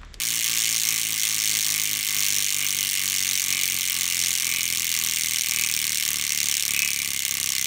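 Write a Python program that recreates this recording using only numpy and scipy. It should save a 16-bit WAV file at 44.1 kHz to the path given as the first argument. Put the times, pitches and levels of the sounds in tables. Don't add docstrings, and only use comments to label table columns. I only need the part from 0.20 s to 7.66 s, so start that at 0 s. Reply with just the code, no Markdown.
import sys
import numpy as np
from scipy import signal
from scipy.fft import rfft, irfft
from scipy.io import wavfile
from scipy.ndimage import uniform_filter1d

SR = 44100
rng = np.random.default_rng(int(sys.argv[2]) if len(sys.argv) > 2 else 0)


def inscribe(sig):
    pcm = np.round(np.clip(np.atleast_2d(sig).T, -1, 1) * 32767)
    wavfile.write(sys.argv[1], SR, pcm.astype(np.int16))


N = 328986
TEETH = 44


def from_db(db):
    return 10 ** (np.asarray(db) / 20)


def rms_one(x):
    return x / np.sqrt(np.mean(x ** 2) + 1e-20)


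def at_hz(points, hz, axis=1):
    points = np.array(points)
    return np.interp(np.log(hz), np.log(points[:, 0]), points[:, axis])


def passed_by(x, hz, kind, order=2):
    return signal.sosfilt(signal.butter(order, hz, kind, fs=SR, output="sos"), x + 1e-18)


def add(track, s, size):
    at = np.round(s * SR).astype(int)
    inside = (at >= 0) & (at < N)
    np.add.at(track, at[inside], size[inside])


def ring(clicks, hz, t60):
    radius = from_db(-60 / (t60 * SR))
    step = 2 * np.pi * hz / SR
    return signal.lfilter([0, np.sin(step)], [1, -2 * radius * np.cos(step), radius ** 2], clicks + 1e-18)


def dying_noise(clicks, noise, t60):
    power_decay = from_db(-120 / (t60 * SR))
    power = signal.lfilter([1], [1, -power_decay], clicks ** 2 + 1e-18)
    return noise * np.sqrt(power)


def colour(x, spectrum, size=4096):
    hz = np.maximum(np.arange(size // 2 + 1) * SR / size, 1)
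    cepstrum = irfft(np.log(from_db(at_hz(spectrum, hz))))
    cepstrum[1:size // 2] *= 2
    cepstrum[size // 2 + 1:] = 0
    response = irfft(np.exp(rfft(cepstrum)))
    return signal.fftconvolve(x, response)[:N]


START_SPEED, FRICTION, DRAG = 58.01806, 2.417697, .02185024
EARLY_S = .00025
HEAVY_SPOT = (.0066, .038)
PAWL_PAIRS = [(2.0745, -.0033, .0093, .0042, .0024), (2.4705, .0084, -.0044, -.0037, -.0041)]
# mean lag in teeth, swing of the lag over a turn in teeth,
# tooth of most lag, random scatter in teeth, level in dB against the first pawl.
SECOND_PAWLS = [(-.004, .016, 5.0, .004, -6.0), (-.004, .014, 30.0, .004, -6.0)]


def drops():
    t = np.arange(N + SR // 10) / SR
    speed = (START_SPEED + FRICTION / DRAG) * np.exp(-DRAG * t) - FRICTION / DRAG
    passed = np.cumsum(speed) / SR
    tooth = np.arange(-2, int(passed[-1]) - 2)
    angle = 2 * np.pi * tooth / TEETH
    waves = np.array([np.cos(angle), np.sin(angle), np.cos(2 * angle), np.sin(2 * angle)])
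    times = []
    for (offset, *off_centre), (lag, swing, most, scatter, _) in zip(PAWL_PAIRS, SECOND_PAWLS):
        slowness = 40 / np.interp(tooth + offset, passed, speed)
        sway = slowness ** 2 * (HEAVY_SPOT @ waves[:2])
        first = tooth + offset - sway - off_centre @ waves
        second = first + lag + swing * np.cos(angle - 2 * np.pi * most / TEETH)
        second = second + scatter * rng.standard_normal(len(tooth))
        times.append(np.interp([first, second], passed, t) - EARLY_S)
    return tooth, times, speed[:N]


def strikes(times, pair_db):
    track = np.zeros(N)
    for (first, second), pawl, db in zip(times, SECOND_PAWLS, pair_db):
        add(track, first, from_db(db))
        add(track, second, from_db(db + pawl[-1]))
    return track


AIR_HZ, AIR_DB = 140, -62.5


def air():
    return from_db(AIR_DB) * rms_one(passed_by(rng.standard_normal(N), AIR_HZ, "low"))


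# tooth, width in teeth, dip in dB.
THUMP_1_WEAK_ANGLES = [(11.1, 1.6, -9), (21.5, 1.2, -2)]
THUMP_2_WEAK_ANGLES = [(11.5, 2.2, -4.5), (21.8, 2.2, -5)]
AXLE_WEAK_ANGLES = [(9.7, 1.15, -15), (1.9, 1.8, -8)]


def around(tooth):
    half, levels = TEETH / 2, []
    for dips in (THUMP_1_WEAK_ANGLES, THUMP_2_WEAK_ANGLES, AXLE_WEAK_ANGLES):
        at, width, dip_db = np.transpose(dips)
        apart = (tooth[:, None] - at + half / 2) % half - half / 2
        levels.append(np.exp(-.5 * (apart / width) ** 2) @ dip_db)
    return levels


THUMP_DB, KNOCK_DB, AXLE_DB = -49, -57.5, -51.5
THUMP_LOW_HZ, THUMP_HIGH_HZ, THUMP_DELAY_S = 57, 293, 0.0014
KNOCK_HIGH_HZ = 680
THUMP_SCATTER_DB, KNOCK_SCATTER_DB, AXLE_SCATTER_DB = 1.6, 2.6, 1.0
AXLE_FIRST_PAIR_DB = -12.5
# frequency in Hz, relative level in dB, t60 in seconds.
AXLE_MODES = [(884, 4, 0.026), (1115, 6.5, .045), (1211, 9, 0.025)]


def frame(tooth, times):
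    scatter_db = np.array([[THUMP_SCATTER_DB], [THUMP_SCATTER_DB], [AXLE_SCATTER_DB]])
    thump_1, thump_2, axle_2 = around(tooth) + scatter_db * rng.standard_normal((3, len(tooth)))
    late = np.array(times) + THUMP_DELAY_S
    thump = passed_by(strikes(late, [thump_1, thump_2 - 1.5]), THUMP_HIGH_HZ, "low", order=3)
    thump = passed_by(thump, THUMP_LOW_HZ, "high")

    knock_db = 1.5 * np.array([thump_1, thump_2])
    knock_db += KNOCK_SCATTER_DB * rng.standard_normal((2, len(tooth)))
    knock = passed_by(strikes(late, knock_db), KNOCK_HIGH_HZ, "low", order=3)
    knock = passed_by(knock, 154, "high", order=1)

    together = [(first, first) for first, _ in times]
    blows = strikes(together, [thump_1 + AXLE_FIRST_PAIR_DB, axle_2])
    axle = np.zeros(N)
    for k, (hz, db, t60) in enumerate(AXLE_MODES):
        axle += (-1) ** k * from_db(db) * ring(blows, hz, t60)
    axle = passed_by(axle, [850, 1400], "band", order=1)

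    out = from_db(THUMP_DB) * rms_one(thump)
    out += from_db(KNOCK_DB) * rms_one(knock)
    return out + from_db(AXLE_DB) * rms_one(axle)


SPOKE_SCATTER_DB = 2.46
SWELL_TOOTH, SWELL_SHARPNESS = 41.0, 2.4
# frequency in Hz, relative level in dB, t60 in seconds,
# once-a-turn swell in dB at the slowest speed (negative dips).
SPOKE_MODES = [(2026, -7.5, 0.083, 10.5), (2048, -4.5, 0.11, -14.5), (2119, -2, 0.099, -5.5),
               (2212, 5.5, 0.03, 7.5), (2333, -0.5, 0.058, 15), (2467, -10.5, 0.035, -13),
               (2583, -10.5, 0.042, 33), (2777, -4, 0.096, -23), (2873, -5.5, 0.09, 8.5),
               (3000, 3.5, 0.026, 1), (3130, -10.5, 0.017, -4.5)]


def spokes(tooth, times, speed):
    facing = np.exp(SWELL_SHARPNESS * (np.cos(2 * np.pi * (tooth - SWELL_TOOTH) / TEETH) - 1))
    speed_at_drop = np.interp(times[0][0], np.arange(N) / SR, speed)
    facing *= (speed.min() / speed_at_drop) ** 2.8
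    out = np.zeros(N)
    for k, (hz, db, t60, swell_db) in enumerate(SPOKE_MODES):
        scatter_db = SPOKE_SCATTER_DB * rng.standard_normal((2, len(tooth)))
        blows = strikes(times, db + swell_db * facing + scatter_db)
        out += (-1) ** (k // 3) * ring(blows, hz, t60)
    return rms_one(passed_by(out, 1950, "high", order=2))


RATTLE_T60_S, RATTLE_DB = 0.0043, -15.5
ROOM_T60_S, ROOM_DB = 0.14, -39.5
SCATTER_DB = 0.86
DRIFT_DB = .6
# frequency in Hz, swing in dB and loudest tooth of pair 1,
# swing in dB and loudest tooth of pair 2.
HUB_FACING = [(3670, 0.78, 23.8, 0.72, 27.4), (6700, 2.8, 34.3, 3.6, 19), (8700, 0.58, 24.4, 0.4, 35),
              (12000, 0.11, 3.9, 0.2, 28)]
# frequency in Hz, level in dB.
SECOND_PAIR_TONE = [(2000, 7), (3400, 6), (6000, 2), (8800, 7.5), (11000, 0.5), (13500, 13), (15500, -51)]
# frequency in Hz, t60 in seconds, level in dB against the bare click.
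METAL_RINGING = [(1520, 0.14, -27), (2900, 0.084, -16.5), (5560, 0.021, -31.5), (10200, 0.044, -3),
                 (14800, 0.013, -59.5)]
# frequency in Hz, relative level in dB per Hz.
METAL_COLOUR = [(500, -36.5), (800, -29), (1350, -24), (1600, -13.5), (1850, -12), (2200, -15),
                (2900, -6.5), (3400, -8), (4500, -7.5), (5000, -13.5), (5400, -3), (6900, -4.5),
                (7600, -7.5), (9200, -7.5), (9900, -13.5), (14500, -12.5), (15400, -6), (15800, -16),
                (15950, -60), (16600, -65)]


def cracks(tooth, times, second_db):
    out, edges = np.zeros(N), np.geomspace(500, 18000, 13)
    noise = rng.standard_normal((2, 3, N))
    drift_db = DRIFT_DB * rms_one(uniform_filter1d(rng.standard_normal(len(tooth)), size=8))
    for k, (low, high) in enumerate(zip(edges, edges[1:])):
        hz = np.sqrt(low * high)
        pair_db = SCATTER_DB * rng.standard_normal((2, len(tooth)))
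        pair_db += drift_db
        for pair in (0, 1):
            swing_db = at_hz(HUB_FACING, hz, axis=1 + 2 * pair)
            loudest = at_hz(HUB_FACING, hz, axis=2 + 2 * pair)
            pair_db[pair] += swing_db * np.cos(2 * np.pi * (tooth - loudest) / TEETH)
        pair_db[1] += at_hz(SECOND_PAIR_TONE, hz) + second_db
        clicks = strikes(times, pair_db)

        rattle, ringing, room = noise[k % 2]
        ringing_t60, ringing_db = at_hz(METAL_RINGING, hz), at_hz(METAL_RINGING, hz, axis=2)
        sound = clicks + from_db(RATTLE_DB) * dying_noise(clicks, rattle, RATTLE_T60_S)
        sound += from_db(ringing_db) * dying_noise(clicks, ringing, ringing_t60)
        sound += from_db(ROOM_DB) * dying_noise(clicks, room, ROOM_T60_S)
        band = passed_by(sound, [low, high], "band", order=1)
        out += rms_one(band) * np.sqrt(high - low)
    return rms_one(colour(out, METAL_COLOUR))


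SPOKE_DB = 1
# time in seconds, crack level in dB,
# spoke ring level in dB before SPOKE_DB, pair 2 against pair 1 in dB (cracks only, on top of its tone).
BUZZ_LOUDNESS = [(0, -24, -35, -6.5), (2.5, -24, -34, -7.5), (5, -25, -34, -6), (7.46, -25, -36.5, -8.5)]


def scene():
    tooth, times, speed = drops()
    s, crack_db, spoke_db, second_db = np.transpose(BUZZ_LOUDNESS)
    t = np.arange(N) / SR
    second_pair_db = np.interp(times[1][0], s, second_db)
    wheel = frame(tooth, times)
    wheel += from_db(np.interp(t, s, spoke_db) + SPOKE_DB) * spokes(tooth, times, speed)
    wheel += from_db(np.interp(t, s, crack_db)) * cracks(tooth, times, second_pair_db)
    denser = np.sqrt(speed / speed.mean())
    return (wheel / denser + air())[None]


PEAK = .8
CUTOFF_HZ = 16600


def record(dry):
    rounded = PEAK * np.tanh(passed_by(dry, 32, "high", order=4) / PEAK)
    return signal.sosfilt(signal.ellip(10, .2, 70, CUTOFF_HZ, fs=SR, output="sos"), rounded)


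dry = scene()
out = record(dry)
inscribe(out)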